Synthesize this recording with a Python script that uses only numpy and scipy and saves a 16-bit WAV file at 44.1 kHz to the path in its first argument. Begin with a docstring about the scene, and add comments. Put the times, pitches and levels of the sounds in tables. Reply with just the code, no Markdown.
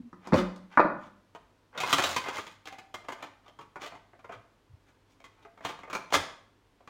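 """Sewing machine handled on a table

A household sewing machine, motor off, stands on a wooden table in a small, bare room. The presser-foot
lever knocks up and drops; the plastic cover is dragged, clicks under the fingers and finally snaps home.
Knocks and clicks are decaying modes in a burst of noise, rubs and drag are stick-slip friction, table and
machine base boom low, and a metal part sings faintly. Room echoes, air noise and mains hum surround them."""
import sys
import numpy as np
from scipy import signal
from scipy.fft import rfft, irfft
from scipy.io import wavfile

SR = 44100
rng = np.random.default_rng(int(sys.argv[2]) if len(sys.argv) > 2 else 0)


def store_wav(level_fs):
    """Save 16-bit WAV to argv[1]."""
    pcm = np.round(np.clip(np.atleast_2d(level_fs), -1, 1) * 32767)
    wavfile.write(sys.argv[1], SR, pcm.T.astype(np.int16))


N = 304187

# presser-foot lever and bar ticking and hitting their stops, before the gains in lever():
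# (time [s], mid [dB], bass, treble and top against mid [dB], favoured resonance [Hz])
LEVER_KNOCKS = [(0.128, -55.5, 4.5, -37, -21, 1280), (0.271, -51, 5.5, -12, -6.5, 939),
                (0.322, -33.5, -1.5, -20.5, -30, 515), (0.332, -33.5, 7.5, -7, -24.5, 534),
                (0.34, -27, -4.5, -14.5, -20, 546.4), (0.371, -38.5, 9.5, -9.5, -20, 1330),
                (0.56, -66, -0.5, -2.5, 3, 1270), (0.7728, -21, -9.5, -19.5, -42.5, 1218),
                (0.7935, -21.5, -15.5, -27.5, -43.5, 1029), (0.8, -26, -2.5, -15, -45, 516),
                (0.847, -35, 4, -34.5, -51, 1040)]
# plastic cover and its catches hitting the casing, before the gains in cover_clicks():
# (time [s], mid [dB], hardness as treble against mid [dB], low ring [Hz], high ring [Hz])
COVER_CLICKS = [(1.349, -48, -12, 662, 3020), (1.749, -49, -19, 578, 3120), (1.775, -42, 0.5, 630, 3650),
                (1.801, -40.5, 5, 745, 2440), (1.833, -33, -19, 984, 3160), (1.927, -24, -1, 1200, 3100),
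                (1.984, -26.5, -8, 880, 2450), (2.037, -33, 2, 724, 3730), (2.162, -31, -3, 1040, 2470),
                (2.283, -37, -7, 940, 2440), (2.384, -39.5, -13, 1223, 2850), (2.465, -51.5, 0, 930, 2260),
                (2.655, -53.5, 1, 775, 3270), (2.671, -49, 0.5, 1650, 2140),
                (2.723, -49.5, -6.5, 784, 2420), (2.783, -51, -3, 750, 2410), (2.941, -42, -4, 1056, 2090),
                (3.043, -56.5, -11, 767, 2340), (3.084, -38.5, -12, 906, 2180), (3.12, -43, -7, 905, 2080),
                (3.224, -43.5, -7, 863, 2400), (3.48, -59.5, -2, 676, 3240), (3.588, -48, -13, 1020, 3140),
                (3.61, -54, -7.5, 1150, 2450), (3.757, -43.5, -18.5, 900, 2330),
                (3.816, -49.5, -2, 1180, 2390), (3.86, -49.5, 0, 684, 2040), (3.92, -50.5, -20, 694, 2420),
                (3.95, -52.5, -13.5, 885, 2070), (4.131, -59.5, -25, 705, 2030),
                (4.191, -61.5, -9.5, 767, 2400), (4.243, -50.5, -17.5, 935, 2000),
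                (4.292, -44.5, -25, 663, 2410), (4.321, -50, -9.5, 1220, 2390), (5.201, -62, -5, 672, 2220),
                (5.241, -55, -2, 1070, 2000), (5.424, -72, 3, 890, 3660), (5.448, -52.5, -18.5, 690, 2310),
                (5.574, -57.5, -13, 920, 2180), (5.606, -52.5, -18, 620, 2030),
                (5.648, -35.5, -6, 920, 3250), (5.691, -44, -7, 940, 3200), (5.789, -52, -10.5, 1220, 2850),
                (5.832, -48, -16, 926, 2070), (5.875, -51, -22, 600, 2300),
                (5.899, -45.5, -7.5, 1240, 2315), (5.929, -38.5, -5.5, 1254, 2300),
                (5.95, -34.5, -6.5, 1036, 2380), (6.103, -53, -4.5, 900, 3140),
                (6.123, -31, -10, 760, 2830), (6.137, -25.5, -5, 1132, 2070), (6.153, -31, -3.5, 587, 3350),
                (6.804, -63, -17, 690, 2170), (6.874, -51.5, -10, 1160, 2070)]
# cover dragged over the casing: (time [s], mid before the room [dB], brightness [dB per band])
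DRAG = [(1.729, -54.5, -18.5), (1.82, -38, -7), (1.91, -34, -3), (1.96, -39.5, -1.5), (2.10, -42, -1.5),
        (2.22, -48, -5.5), (2.28, -33.5, -11.5), (2.33, -48, -7), (2.38, -38, -5), (2.43, -59, -0.5),
        (2.56, -67, -4)]
# short rubs of lever, cover and fingers, before swell and room:
# (start [s], length [s], mid [dB], brightness [dB per band])
RUBS = [(0.197, 0.16, -49.5, -10.5), (0.321, 0.115, -36, -5), (0.687, 0.11, -52, -9.5),
        (0.948, 0.19, -61, -6), (3.16, 0.15, -49.5, -10), (3.423, 0.085, -58.5, -10),
        (3.791, 0.092, -41.5, -6), (4.297, 0.075, -46, -11.5), (4.845, 0.091, -69, -4.5),
        (5.063, 0.11, -76, 0), (5.28, 0.27, -67.5, -8.5), (5.611, 0.14, -42.5, -6),
        (5.85, 0.19, -48.5, -25), (6.115, 0.073, -32.5, 0)]
# low booms, thumps and fading rings of table and machine base:
# (time [s], length [s], pitch [Hz], boom level [dB])
SHUDDERS = [(0.0, 0.013, 238, -40.5), (0.029, 0.07, 238, -50.5), (0.324, 0.017, 192.5, -18),
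            (0.335, 0.043, 98.5, -34.5), (0.336, 0.2, 45.6, -52), (1.949, 0.3, 84.4, -58),
            (4.347, 0.067, 110, -58), (4.693, 0.042, 108.6, -56.5), (4.732, 0.023, 93, -50.5),
            (6.144, 0.079, 45.7, -56.5), (6.15, 0.04, 287, -37), (6.157, 0.076, 89.8, -47.5)]
# modes of the metal body on its wooden base: (frequency [Hz], relative level [dB], t60 [s])
BODY_MODES = [(184, 1, .35), (203, -1, .5), (283, -3, .3), (305, 0, .35), (359, -1, .3), (532, -8, .35),
              (592, -8, .3), (680, -9, .3), (858, -4, .35), (940, -6, .4), (1028, -1, .4), (1052, -1, .35),
              (1162, 1, .35), (1206, 3, .35), (1450, -7, .4), (1739, -9, .35), (2353, -10, .2),
              (2486, -15, .35)]
# modes of the plastic cover: (frequency [Hz], relative level [dB], t60 [s])
COVER_MODES = [(283, -6, .18), (532, -7, .15), (679, 0, .18), (888, 0, .14), (945, -2, .14), (1055, 0, .16),
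               (1212, 1, .16), (1550, -3, .15), (1735, -4, .14), (2078, -2, .14), (2480, 0, .15),
               (2850, -4, .12), (3185, 3, .11), (3600, -5, .08), (6700, -5, .03)]
# spectra of the weaker modes crowded between them: (frequency [Hz], relative density [dB per Hz])
BODY_COLOUR = [(40, -46), (90, -30.5), (130, -12.5), (180, 1), (350, 4), (430, -8), (550, -1.5),
               (750, -2.5), (1200, 2), (1600, -7.5), (2450, -12), (2850, -24), (4000, -25.5), (7000, -38.5),
               (16000, -61.5)]
COVER_COLOUR = [(50, -24), (100, -13.5), (200, -7.5), (300, -5), (550, -4), (950, -1), (1300, -1),
                (1850, -7.5), (3200, -4.5), (4750, -19), (6800, -18), (7800, -25), (11000, -33),
                (16000, -34.5)]
# spectrum of the still room: (frequency [Hz], relative density [dB per Hz])
STILL_COLOUR = [(15, -33), (25, -7), (53, -2.5), (70, -13), (102, -5), (195, -13), (249, -6.5), (270, -6),
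                (354, -10.5), (476, -11.5), (818, -18), (911, -13.5), (1290, -18.5), (3820, -26.5),
                (16000, -44)]
# mains hum: (frequency [Hz], rms level [dB])
HUM = [(50, -80.5), (100, -73)]
# room reverberation: (frequency [Hz], t60 [s])
ROOM_T60 = [(100, 0.77), (300, 0.45), (1000, 0.5), (3000, 0.48), (7000, 0.42), (14000, 0.31)]
# first echoes from table, wall and ceiling: (nominal delay [s], gain against the direct path [ratio])
ECHOES = [(.0021, 0.21), (.0052, -0.11), (.0089, .35), (0.0142, 0.37)]
# limits between bass, mid, treble and top: (frequency [Hz])
BAND_EDGES_HZ = [400, 2000, 5000]

STILL_DB = -67
TOP_HZ = 15900
RING_S, BLOW_S = .8, .025  # length of every ring; opening stretch that sets a blow's level
T = np.arange(int(RING_S * SR)) / SR
SCATTER_DB = 2.5  # spread of the mode levels from blow to blow
# the cover rocks: its far edge lands just after the near one, a little softer
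FAR_EDGE_S, FAR_EDGE_DB = .008, -8
# bass against mid and top against treble in a usual click, before the gains in cover_clicks()
CLICK_BASS_DB, CLICK_TOP_DB = -10, -6.5
# a stronger blow is shorter, so it trades bass for top
TILT_DB_PER_DB, USUAL_CLICK_DB = 0.1115, -42.5
DRAG_TOP_DB = 1  # the top against an even slope
# where a click lands picks out one low and one high resonance of the shell
PICKED_Q, PICKED_LOW_GAIN, PICKED_HIGH_GAIN = 18, 0.98, 1.8


def undb(db):
    """Logarithmic level: decibels to amplitude gain."""
    return 10 ** (np.asarray(db) / 20)


def unit(x):
    """Mean power: scale to rms 1."""
    return x / np.sqrt(np.mean(x ** 2) + 1e-30)


def unit_energy(x):
    """Total energy: scale to a summed square of 1."""
    return x / np.sqrt(np.sum(x ** 2) + 1e-30)


def fade(t60):
    """Exponential damping: decay by 60 dB in t60 seconds."""
    return np.exp(-np.log(1000) * T / t60)


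def add(out, s, x):
    """Superposition: mix x into out from time s."""
    i = max(int(s * SR), 0)
    out[i:i + len(x)] += x[:len(out) - i]


def resonate(x, hz, q):
    """Resonance: keep what lies around one frequency."""
    return signal.lfilter(*signal.iirpeak(hz, q, fs=SR), x)


def colour(x, points, size=4096):
    """Minimum-phase filtering: a causal filter through (Hz, dB) points, by way of the cepstrum."""
    hz, db = np.transpose(points)
    grid = np.maximum(np.arange(size // 2 + 1) * SR / size, 1)
    cepstrum = irfft(np.log(undb(np.interp(np.log(grid), np.log(hz), db))))
    # folding the cepstrum onto positive times makes the response causal
    cepstrum[1:size // 2] *= 2
    cepstrum[size // 2 + 1:] = 0
    response = irfft(np.exp(rfft(cepstrum)))
    return signal.fftconvolve(x, response)[:len(x)]


def split(x, edges, order=4):
    """Band analysis: neighbouring causal bands, lowest first."""
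    kinds = [(edges[0], "low")]
    kinds += [(pair, "band") for pair in zip(edges, edges[1:])]
    kinds += [(edges[-1], "high")]
    filters = [signal.butter(order, hz, kind, fs=SR, output="sos") for hz, kind in kinds]
    return [signal.sosfilt(sos, x) for sos in filters]


def room_tail(wet_db=-7, build_s=0.0072):
    """Reverberation: direct path, first echoes and a diffuse tail with its own decay in each band."""
    hz, t60 = np.transpose(ROOM_T60)
    bands = split(rng.standard_normal(len(T)), np.sqrt(hz[1:] * hz[:-1]))
    diffuse = sum(band * fade(t) for band, t in zip(bands, t60))
    build_up = 1 - np.exp(-(T / build_s) ** 2)
    response = undb(wet_db) * unit_energy(diffuse * build_up)
    response[0] += 1  # direct path
    for delay, gain in ECHOES:
        # the paths change with the place that sounds
        add(response, delay * rng.uniform(.75, 1.25), np.array([gain]))
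    return unit_energy(response)


def in_room(x):
    """Linear propagation: sound convolved with the room's response on its way to the microphone."""
    return signal.fftconvolve(x, room_tail())[:len(x)]


def ring(modes, crowd, favoured_hz, boost, crowd_t60, modes_db, grit, rise_s):
    """Modal excitation: a blow sounds a gritty crack of crowded modes and randomly weighted strong modes."""
    chatter = rng.standard_normal(len(T)) * np.exp(grit * rng.standard_normal(len(T)))
    crack = colour(chatter * fade(crowd_t60), crowd)
    crack = crack + boost * resonate(crack, favoured_hz, 4)
    signs = rng.choice([-1, 1], len(modes))
    weights = undb(SCATTER_DB * rng.standard_normal(len(modes))) * signs
    tones = np.zeros(len(T))
    for weight, (hz, db, t60) in zip(weights, modes):
        tones += weight * undb(db) * np.sin(2 * np.pi * hz * T) * fade(t60)
    onset = 1 - np.exp(-T / rise_s)
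    return (unit_energy(crack) + undb(modes_db) * unit_energy(tones)) * onset


def blows(table, strike, gain_db):
    """Impact spectrum: each blow favours its resonances and balances bass, mid, treble and top."""
    out = np.zeros(N)
    for s, mid_db, bass_db, treble_db, top_db, hz in table:
        levels = undb(mid_db + np.array([bass_db, 0, treble_db, top_db]) + gain_db)
        bands = split(in_room(strike(hz)), BAND_EDGES_HZ)
        blow = sum(level * band / np.std(band[:int(BLOW_S * SR)]) for level, band in zip(levels, bands))
        add(out, s, blow)
    return out


def still_room():
    """Stationary background: faint steady air noise and mains hum."""
    t = np.arange(N) / SR
    air = unit(colour(rng.standard_normal(N), STILL_COLOUR)) * undb(STILL_DB)
    hum = sum(undb(db) * unit(np.sin(2 * np.pi * hz * t)) for hz, db in HUM)
    return air + hum


def shudders():
    """Low-frequency resonance: table and base boom low, and their rumble dies away."""
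    out = np.zeros(N)
    for s, length, hz, db in SHUDDERS:
        t = T[:int(length * SR)]
        boom = unit(np.sin(2 * np.pi * hz * t) * np.sin(np.pi * t / length))
        low_noise = colour(rng.standard_normal(len(T)), [(hz, 0), (4 * hz, -40)])
        rumble = unit(resonate(low_noise, hz, 1.5))
        add(out, s, undb(db) * boom)
        add(out, s, undb(db - 4.5) * rumble * fade(0.19) * (1 - np.exp(-T / .01)))
    return out


def lever():
    """Impact on a heavy body: the sprung presser bar knocks it and excites its modes."""
    def strike(hz):
        """Modal response: one knock rings the metal body."""
        return ring(BODY_MODES, BODY_COLOUR, hz, boost=2.7, crowd_t60=.035,
                    modes_db=-11.5, grit=0.34, rise_s=0.00056)

    # gains of bass, mid, treble and top
    return blows(LEVER_KNOCKS, strike, gain_db=np.array([0.43, 4.1, 0.46, .3]))


def friction(slips_per_s, spread_db, grip_s=.03, grip_db=4, count=8):
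    """Stick-slip: spots of uneven grip ring the cover; returns mid, treble and top bands at rms 1."""
    sound, hold = 0, int(grip_s * SR)
    for hz in np.geomspace(600, 3600, count):
        grip_steps = undb(grip_db * rng.standard_normal(N // hold + 1))
        grip = np.repeat(grip_steps, hold)[:N]
        slipping = rng.random(N) < slips_per_s / count / SR
        slips = slipping * rng.choice([-1, 1], N) * undb(spread_db * rng.standard_normal(N))
        spot = ring(COVER_MODES, COVER_COLOUR, hz, boost=1.8, crowd_t60=.02,
                    modes_db=-8.5, grit=0.87, rise_s=.0001)
        sound = sound + signal.oaconvolve(slips * grip, spot)[:N]
    return [unit(band) for band in split(sound, BAND_EDGES_HZ[1:])]


def rubs():
    """Stick-slip under a passing pressure: brief scrapes swell and let go."""
    out, bands = np.zeros(N), friction(slips_per_s=1200, spread_db=1.0)
    for s, length, db, bright_db in RUBS:
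        i, n = int(s * SR), int(length * SR)
        rub = sum(undb(db + k * bright_db) * unit(band[i:i + n]) for k, band in enumerate(bands))
        swell = np.sin(np.pi * np.arange(n) / n) ** 2
        add(out, s, rub * swell)
    return in_room(out)


def click_balance(s, db, hardness_db, low_hz, high_hz):
    """Contact time: strength and hardness of a click set its bass, treble and top."""
    tilt_db = TILT_DB_PER_DB * (db - USUAL_CLICK_DB)
    bass_db = CLICK_BASS_DB - tilt_db
    top_db = hardness_db + CLICK_TOP_DB + tilt_db
    return s, db, bass_db, hardness_db, top_db, (low_hz, high_hz)


def cover_clicks():
    """Impact of a light shell: one edge clacks, then the other, damped quickly and cushioned by fingers."""
    def edge(hz):
        """Cushioned contact: one edge rings the shell with a softened onset."""
        return ring(COVER_MODES, COVER_COLOUR, hz, boost=1.4, crowd_t60=0.041,
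                    modes_db=-13, grit=0.95, rise_s=.0016)

    def strike(rings_hz):
        """Double impact: near and far edge, with two resonances of the shell picked out."""
        clack = edge(rings_hz[0])
        far_edge = undb(FAR_EDGE_DB) * edge(rings_hz[0])
        add(clack, FAR_EDGE_S * rng.uniform(0.56, 1.3), far_edge)
        low, high = [resonate(clack, hz, PICKED_Q) for hz in rings_hz]
        return clack + PICKED_LOW_GAIN * low + PICKED_HIGH_GAIN * high

    table = [click_balance(*row) for row in COVER_CLICKS]
    # gains of bass, mid, treble and top
    return blows(table, strike, gain_db=np.array([0.16, 0.46, 0.057, 0.2]))


def cover_drag():
    """Sliding friction: the cover scrapes the casing, louder as it bears down, brighter as it slides freely."""
    t = np.arange(N) / SR
    s, db, bright_db = np.transpose(DRAG)
    pressure = undb(np.interp(t, s, db, left=-120, right=-120))
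    bright = undb(np.interp(t, s, bright_db))
    mid, treble, top = friction(slips_per_s=700, spread_db=3)
    scrape = mid + bright * treble + bright ** 2 * undb(DRAG_TOP_DB) * top
    return in_room(pressure * scrape)


def loose_part():
    """Free vibration: a small metal part sings faintly at one pitch with exponential decay."""
    out = np.zeros(N)
    tone = np.sin(2 * np.pi * 777 * T)
    add(out, 2.70, undb(-49.5) * tone * fade(1.0) * (1 - np.exp(-T / 0.0053)))
    return out


def scene():
    """Superposition: lever, cover, table and loose part over the quiet of the room."""
    handling = lever() + rubs() + cover_clicks() + cover_drag()
    mix = still_room() + shudders() + handling + loose_part()
    return mix[None]  # one channel


def record(dry):
    """Band limitation: the phone cuts the highest treble with a steep elliptic low-pass."""
    return signal.sosfilt(signal.ellip(10, .2, 80, TOP_HZ, fs=SR, output="sos"), dry)


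dry = scene()
out = record(dry)
store_wav(out)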